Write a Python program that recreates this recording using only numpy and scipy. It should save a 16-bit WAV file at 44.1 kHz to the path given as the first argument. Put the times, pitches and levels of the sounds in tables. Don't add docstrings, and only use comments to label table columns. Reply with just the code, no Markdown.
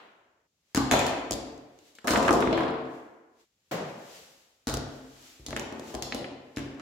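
import sys
import numpy as np
from scipy import signal
from scipy.fft import rfft, irfft, next_fast_len
from scipy.io import wavfile

SR = 44100
rng = np.random.default_rng(int(sys.argv[2]) if len(sys.argv) > 2 else 0)


def unload_wav(signal):
    wavfile.write(
        sys.argv[1],
        SR,
        np.round(np.clip(np.atleast_2d(signal).T, -1, 1) * 32767).astype(np.int16),
    )


N = 300321


def amp(db):
    return 10 ** (np.asarray(db) / 20)


def curve_at(points, hz):
    point_hz, value = np.transpose(points)
    return np.interp(np.log(hz + 1), np.log(point_hz), value)


def add(mix, start_s, sound):
    part = mix[:, max(round(start_s * SR), 0):][:, :sound.shape[1]]
    part += sound[:, :part.shape[1]]


def unit_blow(x):
    return x * np.sqrt(0.01 * SR / np.mean(np.sum(x ** 2, axis=-1)))


def impulse(colour, ripple_db=0., size=4096):
    hz = abs(np.fft.fftfreq(size, 1 / SR))
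    knots = np.linspace(0, SR / 2, num=48)
    ripple = ripple_db * np.interp(hz, knots, rng.standard_normal(len(knots)))
    log_gain = np.log(amp(curve_at(colour, hz) + ripple))
    spectrum = np.exp(np.conj(signal.hilbert(log_gain)))
    return np.fft.ifft(spectrum).real[None, :size // 2]


def ringing(modes, size=24000):
    hz, db, t60 = np.transpose(modes)[:, :, None]
    t = np.arange(size) / SR
    return amp(db - 60 * t / t60) * np.sin(2 * np.pi * hz * t)


# (frequency [Hz], left-right likeness [0-1])
ROOM_LIKENESS = [(60, .995), (180, .97), (350, .82), (650, .42), (1200, .05), (16000, 0)]
def noise_pair(size):
    hz = np.fft.rfftfreq(size, 1 / SR)
    mid, side = rfft(rng.standard_normal((2, size)))
    likeness = curve_at(ROOM_LIKENESS, hz)
    mid *= np.sqrt((1 + likeness) / 2)
    side *= np.sqrt((1 - likeness) / 2)
    return hz, np.array([mid + side, mid - side])


def hiss(colour):
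    hz, spectra = noise_pair(next_fast_len(N, real=True))
    noise = irfft(spectra * amp(curve_at(colour, hz)))[:, :N]
    return noise / noise.std()


# (frequency [Hz], level [dB])
HUSH_EQ = [(25, -4.5), (60, 1.5), (200, -1.5), (600, -7.5), (2000, -22.5), (7000, -13.5), (9000, -30),
           (16000, -25.5)]
def room_tone():
    return amp(-81.5) * hiss(HUSH_EQ)


# (frequency [Hz], t60 [s])
REVERB_DECAY = [(60, 0.93), (140, 0.72), (300, 1.127), (700, 1.12), (2000, 1.18), (4000, 0.74),
                (7000, 0.64), (10000, 0.44), (16000, 0.16)]
# (frequency [Hz], level [dB])
REVERB_EQ = [(50, -8), (140, -1), (300, -0.5), (700, 4.5), (2000, -2.5), (4000, 2), (7000, -7.5),
             (10000, -5), (16000, -3.5)]
def room_tail(build_s=0.001, size=65536):
    hz, t, bands = signal.stft(irfft(noise_pair(size)[1]), SR, nperseg=512)
    decay_rate = np.log(1000) / curve_at(REVERB_DECAY, hz)[:, None]
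    decay = np.exp(-decay_rate * t) * np.sqrt(2 * decay_rate / SR)
    colour = amp(curve_at(REVERB_EQ, hz))[:, None]
    tail = signal.istft(bands * decay * colour, SR, nperseg=512)[1]
    age = np.arange(tail.shape[1]) / SR
    return tail * (1 - np.exp(-(age / build_s) ** 2))


# (frequency [Hz], level [dB])
CLOTH_EQ = [(30, -12), (60, -0.5), (150, -8.5), (500, -4.5), (1500, -3), (3000, 1), (5000, -0.5),
            (7400, -1), (8800, -10.5), (12000, -8.5), (16000, -16.5)]
# (peak time [s], level [dB], swell and fade time [s])
ARM_SWEEPS = [(0, -74.5, 0.15), (.72, -74, 0.055), (1.05, -56, 0.13), (1.5, -66, 0.18),
              (1.88, -61.5, 0.097), (2.95, -64, 0.11), (3.41, -66.5, 0.037), (3.899, -59, 0.063),
              (4.16, -50.5, 0.16), (4.4, -67.5, 0.11), (4.951, -59, 0.14), (5.27, -53, 0.18),
              (5.9, -49, 0.073), (6.6, -68, .2)]
def sleeve(t, rustle_db=-88):
    peak_s, db, swell_s = np.transpose(ARM_SWEEPS)[:, :, None]
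    sweeps = amp(db) * np.exp(-abs(t - peak_s) / swell_s)
    return (amp(rustle_db) + np.linalg.norm(sweeps, axis=0)) * hiss(CLOTH_EQ)


# (frequency [Hz], level [dB])
FAINT_KNOCK_EQ = [(30, -21.5), (120, -13.5), (200, -3), (330, 4), (600, 0.5), (1500, 3), (3000, -4),
                  (5000, -18), (9000, -40), (16000, -45)]
# (frequency [Hz], level [dB])
DEEP_KNOCK_EQ = [(30, -15), (90, -12), (150, 5), (300, -3.5), (550, -0.5), (1000, -8.5), (2000, -10),
                 (4000, -21.5), (7000, -16), (9000, -28), (16000, -26.5)]
def far_knocks():
    out = np.zeros((2, N))
    for start_s, colour, db, build_s in [(0, FAINT_KNOCK_EQ, -43, .0005),
                                         (3.711, DEEP_KNOCK_EQ, -21, .0021)]:
        knock = amp(db) * unit_blow(impulse(colour))
        add(out, start_s, signal.fftconvolve(room_tail(build_s), knock, axes=1))
    return out


# (start [s], end [s])
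LULL_SPANS = [(0.479, .73), (3.455, 3.7)]
def lulls(t, depth_db=-34, edge_s=0.023):
    inside = sum(np.clip(np.minimum(t - start, end - t) / edge_s + .5, 0, 1) for start, end in LULL_SPANS)
    return amp(depth_db * inside)


# (frequency [Hz], level [dB], t60 [s])
JAW_MODES = [(2000, 2.5, 0.72), (2449, -3, 0.45), (2930, -5.5, 0.35), (3200, -2.5, 0.6), (3700, 11, .45),
             (3760, -10, 0.29), (5870, -9, 0.34), (6490, 3, 0.58), (7500, -3.5, 0.53), (9750, -0.5, .35)]
# (time [s], level [dB])
JAW_CUES = [(1.318, -44), (4.741, -47), (5.463, -49), (6.024, -52), (6.124, -48)]
def jaw_rings():
    modes = ringing(JAW_MODES)
    for start_s, db in JAW_CUES:
        yield start_s, amp(db) * unit_blow(rng.standard_normal((2, len(modes))) @ modes)


# (time [s], boom level [dB], boom pitch [Hz], shudder level [dB])
GRIP_CUES = [(.749, -16.5, 281.6, -43), (.774, -12, 273.7, -50), (.915, -32, 255, -27),
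             (1.311, -22.5, 293.6, -40), (2.105, -18, 267, -39), (2.309, -24, 360, -56),
             (2.474, -14, 335, -50), (4.671, -24, 261.3, -32), (4.745, -23, 262, -31),
             (5.397, -42.5, 307, -46.5), (5.48, -39, 292, -38.5), (5.59, -31, 279, -45),
             (5.943, -29.5, 340.5, -39), (6.147, -30, 274.6, -49), (6.571, -20, 279.6, -39)]
def grip_booms():
    shudder = ringing([(56.6, 0, .085), (64, -3, .2), (100, -2, .16), (135, -5, .45)]).sum(0)
    for start_s, boom_db, hz, shudder_db in GRIP_CUES:
        boom = ringing([(hz, 0, .032), (hz, -14, .45), (135, -23, .55)]).sum(0)
        yield start_s, amp([[boom_db, shudder_db]]) @ unit_blow(np.array([boom, shudder]))


def contact_force(decay_s, grit_db, channels=2, size=2048):
    chatter = rng.standard_normal((channels, size)) * np.exp(-np.arange(size) / SR / decay_s)
    force = amp(grit_db) * unit_blow(chatter)
    force[:, 0] += np.sqrt(SR) / 10
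    return force


# (frequency [Hz], level [dB])
THUD_EQ = [(25, -44), (50, -18), (80, -17.5), (160, -8), (280, 0), (450, 1), (750, -5), (1200, -16),
           (3000, -40.5), (8000, -69.5)]
# (frequency [Hz], level [dB], t60 [s])
BOARD_MODES = [(94.2, -21, 0.91), (135.1, -12.5, 0.7), (166.8, -13, 0.49), (231.7, -11, .2), (263, 1, 0.24),
               (291.5, -3, 0.2), (301, -9, 0.35), (338.6, -3, .35), (366.2, -6, 0.32), (450.2, -8, 0.47),
               (538, -14, 0.31), (706, -13.5, 0.18), (860, -12.5, 0.21), (1005, -15, 0.36)]
BOARD_THUD, BOARD_RINGS = impulse(THUD_EQ), ringing(BOARD_MODES)
def bench_thump(spot_scatter=0.62):
    weights = 1 + spot_scatter * rng.standard_normal(len(BOARD_RINGS))
    sound = unit_blow(weights @ BOARD_RINGS) * np.ones((2, 1))
    centre_force = contact_force(decay_s=.0053, grit_db=2.5, channels=1)
    wide_force = amp(-13.5) * contact_force(decay_s=.012, grit_db=12)
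    add(sound, 0, unit_blow(signal.fftconvolve(centre_force + wide_force, BOARD_THUD, axes=1)))
    return unit_blow(sound)


def body_clack(hz, skirt_ratio=2.03, peak_ratio=1.344):
    sound = contact_force(decay_s=.0045, grit_db=3)
    for order, ratio in [(2, skirt_ratio), (1, peak_ratio)]:
        band_hz = np.clip([hz / ratio, hz * ratio], 20, SR / 2 - 1)
        sound = signal.lfilter(*signal.butter(order, band_hz, "bandpass", fs=SR), sound)
    return unit_blow(sound)


# (frequency [Hz], level [dB])
TICK_EQ = [(200, -46), (1500, -31), (3000, -3), (4500, -2), (7200, 3.5), (8800, -8.5), (10500, -7),
           (13000, -13), (16000, -19.5)]
def steel_tick():
    colour = impulse(TICK_EQ, ripple_db=1.6, size=1024)
    snap = contact_force(decay_s=.0015, grit_db=11.5)
    chatter = amp(-4) * contact_force(decay_s=.0055, grit_db=11.5)
    return unit_blow(signal.fftconvolve(snap + chatter, colour, axes=1))


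# (start [s], length [s], clack level [dB], tick against clack [dB], clack pitch [Hz])
PILE_SHIFTS = [(1.041, 0.062, -45.5, -7, 1000), (2.19, .15, -39, -7, 800), (2.516, 0.192, -42.5, -20, 1393),
               (5.495, 0.8, -56.5, -19, 1000), (6.58, 0.23, -59.5, -13, 1100)]
def pile_contacts(per_s=64, stir_db_per_s=189.5, settle_db_per_s=129.5, scatter_db=1.5):
    start, length, level_db, bright_db, spell_hz = np.transpose(PILE_SHIFTS)[:, :, None]
    slots = np.arange(0, N / SR, 1 / per_s)
    late, thump_luck, clack_luck, tick_luck, detune = rng.standard_normal((len(slots), 5)).T
    times = slots + late / per_s / 2
    before, after = np.maximum(start - times, 0), np.maximum(times - start - length, 0)
    spells_db = level_db - stir_db_per_s * before - settle_db_per_s * after
    loudest_db = spells_db.max(0)
    thump_db = loudest_db + 7 + scatter_db * thump_luck
    clack_db = loudest_db + scatter_db * clack_luck
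    clack_hz = spell_hz[spells_db.argmax(0), 0] * 2 ** (detune / 2)
    tick_db = (spells_db + bright_db).max(0) + scatter_db * tick_luck
    send_db = np.zeros(len(times))
    return np.array([times, thump_db, clack_db, clack_hz, tick_db, send_db]).T[loudest_db > -66]


# (time [s], thump [dB], clack [dB], clack pitch [Hz], tick [dB], reverb send [dB], step per hop [dB])
TOOL_HITS = [ (0.7477, -34.5, -31, 1540, -29, 0, -2), (.774, -35.5, -26.5, 835, -33.5, 3, -13),
             (.9126, -22, -22, 1620, -26, 5.5, -4.5), (.938, -28, -18, 590, -50, -2, -10.5),
             (.992, -45, -31, 2010, -32, 3, -13.5), (1.066, -29.5, -35, 1490, -33, 1, -12),
             (1.3097, -26.5, -41, 3750, -27.5, -4, -3), (1.578, -53, -70, 3000, -58, -12, -20),
             (1.789, -67, -65, 3000, -59, 2, -20), (1.952, -67.5, -63.5, 3030, -54.5, 5, -20),
             (1.986, -55.5, -47, 1930, -59, -4.5, -20), (2.0446, -36.5, -39, 790, -54, 10, -20),
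             (2.073, -33, -30, 1420, -31.5, 10.5, -17), (2.081, -29, -24.5, 1860, -38, -3, -9.5),
             (2.107, -22, -33.5, 2370, -28.5, 4.5, -8.5), (2.135, -29, -26, 998, -37, 7.5, -20),
             (2.1583, -31, -21.5, 1450, -46, -6, -20), (2.175, -20, -38, 888, -37, 2, -20),
             (2.228, -32, -35, 1190, -39.5, 4.5, -16), (2.251, -44.5, -31, 1500, -47, -1, -20),
             (2.281, -25.5, -18.5, 1230, -37, -5.5, -20), (2.2913, -24, -16.5, 1110, -44, -8.5, -20),
             (2.308, -15, -22, 870, -33.5, -1, -9), (2.329, -20, -36.5, 1000, -33.5, 2, -4.5),
             (2.405, -27, -38, 1550, -40.5, 5.5, -20), (2.4244, -25, -25, 1370, -60, -2, -20),
             (2.474, -28.5, -30, 1400, -56, -.5, -20), (2.5284, -21.5, -31.5, 2440, -51, 3.5, -20),
             (2.5766, -29.5, -28.5, 1163, -48.5, 3.5, -20), (2.607, -30.5, -28, 910, -53, 5, -19),
             (4.671, -33, -37.5, 1430, -34, 3, -1.5), (4.706, -41, -47, 1200, -49, 3.5, -9),
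             (4.7401, -33, -37, 1000, -31, -10, -10), (4.7709, -30.5, -42, 1010, -37, -2.5, -17),
             (5.464, -44, -41, 4900, -39, 0, -22), (5.4845, -38.5, -52, 1190, -46, 2.5, -27),
             (5.507, -37, -43.5, 1510, -44, 0.5, -25), (5.5289, -31.5, -36, 1430, -66, -6, -20),
             (5.5643, -31, -29, 1690, -37.5, -0.5, -9), (5.5959, -32.5, -40, 1560, -36.5, 1, -20),
             (5.725, -33.5, -51, 1220, -52.5, 2.5, -20), (5.796, -35.5, -58, 1188, -46, -13, -20),
             (5.942, -35.5, -41.5, 905, -46, 3, -20), (5.95, -33, -44.5, 1490, -38, -4, -20),
             (6.0236, -39.5, -37.5, 2860, -31.5, 1.5, -20), (6.1233, -34, -29.5, 2260, -62, -2.5, -20),
             (6.1467, -30.5, -65, 1530, -37, 3, -20), (6.2439, -42, -37, 1950, -72, -5, -22),
             (6.563, -53, -46.5, 3970, -47, 2.5, -20), (6.571, -40.5, -36.5, 1770, -43, 0, -4.5),
             (6.797, -48, -44, 1620, -55.5, 4, -16)]
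def bouncing_hits(max_hops=3, first_hop_s=.0105, hop_ratio=.85, hop_scatter=.12, spent_db=-16):
    rows = []
    for start_s, thump_db, clack_db, hz, tick_db, send_db, step_db in TOOL_HITS:
        hops_s = first_hop_s * hop_ratio ** np.arange(max_hops)
        hops_s *= np.exp(hop_scatter * rng.standard_normal(max_hops))
        for hop, late_s in enumerate([0, *np.cumsum(hops_s)]):
            db = hop * step_db
            if db > spent_db:
                rows.append((start_s + late_s, thump_db + db, clack_db + db, hz, tick_db + db, send_db))
    return rows


def tools_on_bench(spots=3, pan_scatter_db=1):
    tails = [room_tail() for _ in range(spots)]
    direct, sends = np.zeros((2, N)), np.zeros((spots, 1, N))
    contacts = [*bouncing_hits(), *pile_contacts()]
    for k, (start_s, thump_db, clack_db, hz, tick_db, send_db) in enumerate(contacts):
        pan_db = pan_scatter_db * rng.standard_normal()
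        hit = amp(thump_db) * bench_thump()
        add(hit, 0, amp(tick_db) * steel_tick())
        add(hit, 0, amp(clack_db) * body_clack(hz))
        add(direct, start_s, hit * amp([[pan_db / 2], [-pan_db / 2]]))
        add(sends[k % spots], start_s, amp(send_db) * hit[:1])
    for k, (start_s, boom) in enumerate(grip_booms()):
        add(direct, start_s, boom)
        add(sends[k % spots], start_s, amp(2) * boom)
    for start_s, ring in jaw_rings():
        add(direct, start_s, ring)
    echo = sum(signal.fftconvolve(send, tail, axes=1)[:, :N] for send, tail in zip(sends, tails))
    return amp(-2.5) * direct + amp(-1) * echo


def scene():
    t = np.arange(N) / SR
    hush = room_tone()
    impacts = far_knocks() + tools_on_bench()
    return hush + sleeve(t) + impacts * lulls(t)


def record(dry):
    low_cut = signal.butter(6, 46, "highpass", fs=SR, output="sos")
    high_cut = signal.firwin(401, 16100, window=("kaiser", 9), fs=SR)
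    leaning_left = signal.sosfilt(low_cut, dry) * amp([[.6], [-.6]])
    return signal.oaconvolve(leaning_left, high_cut[None], "same", axes=1)


dry = scene()
out = record(dry)
unload_wav(out)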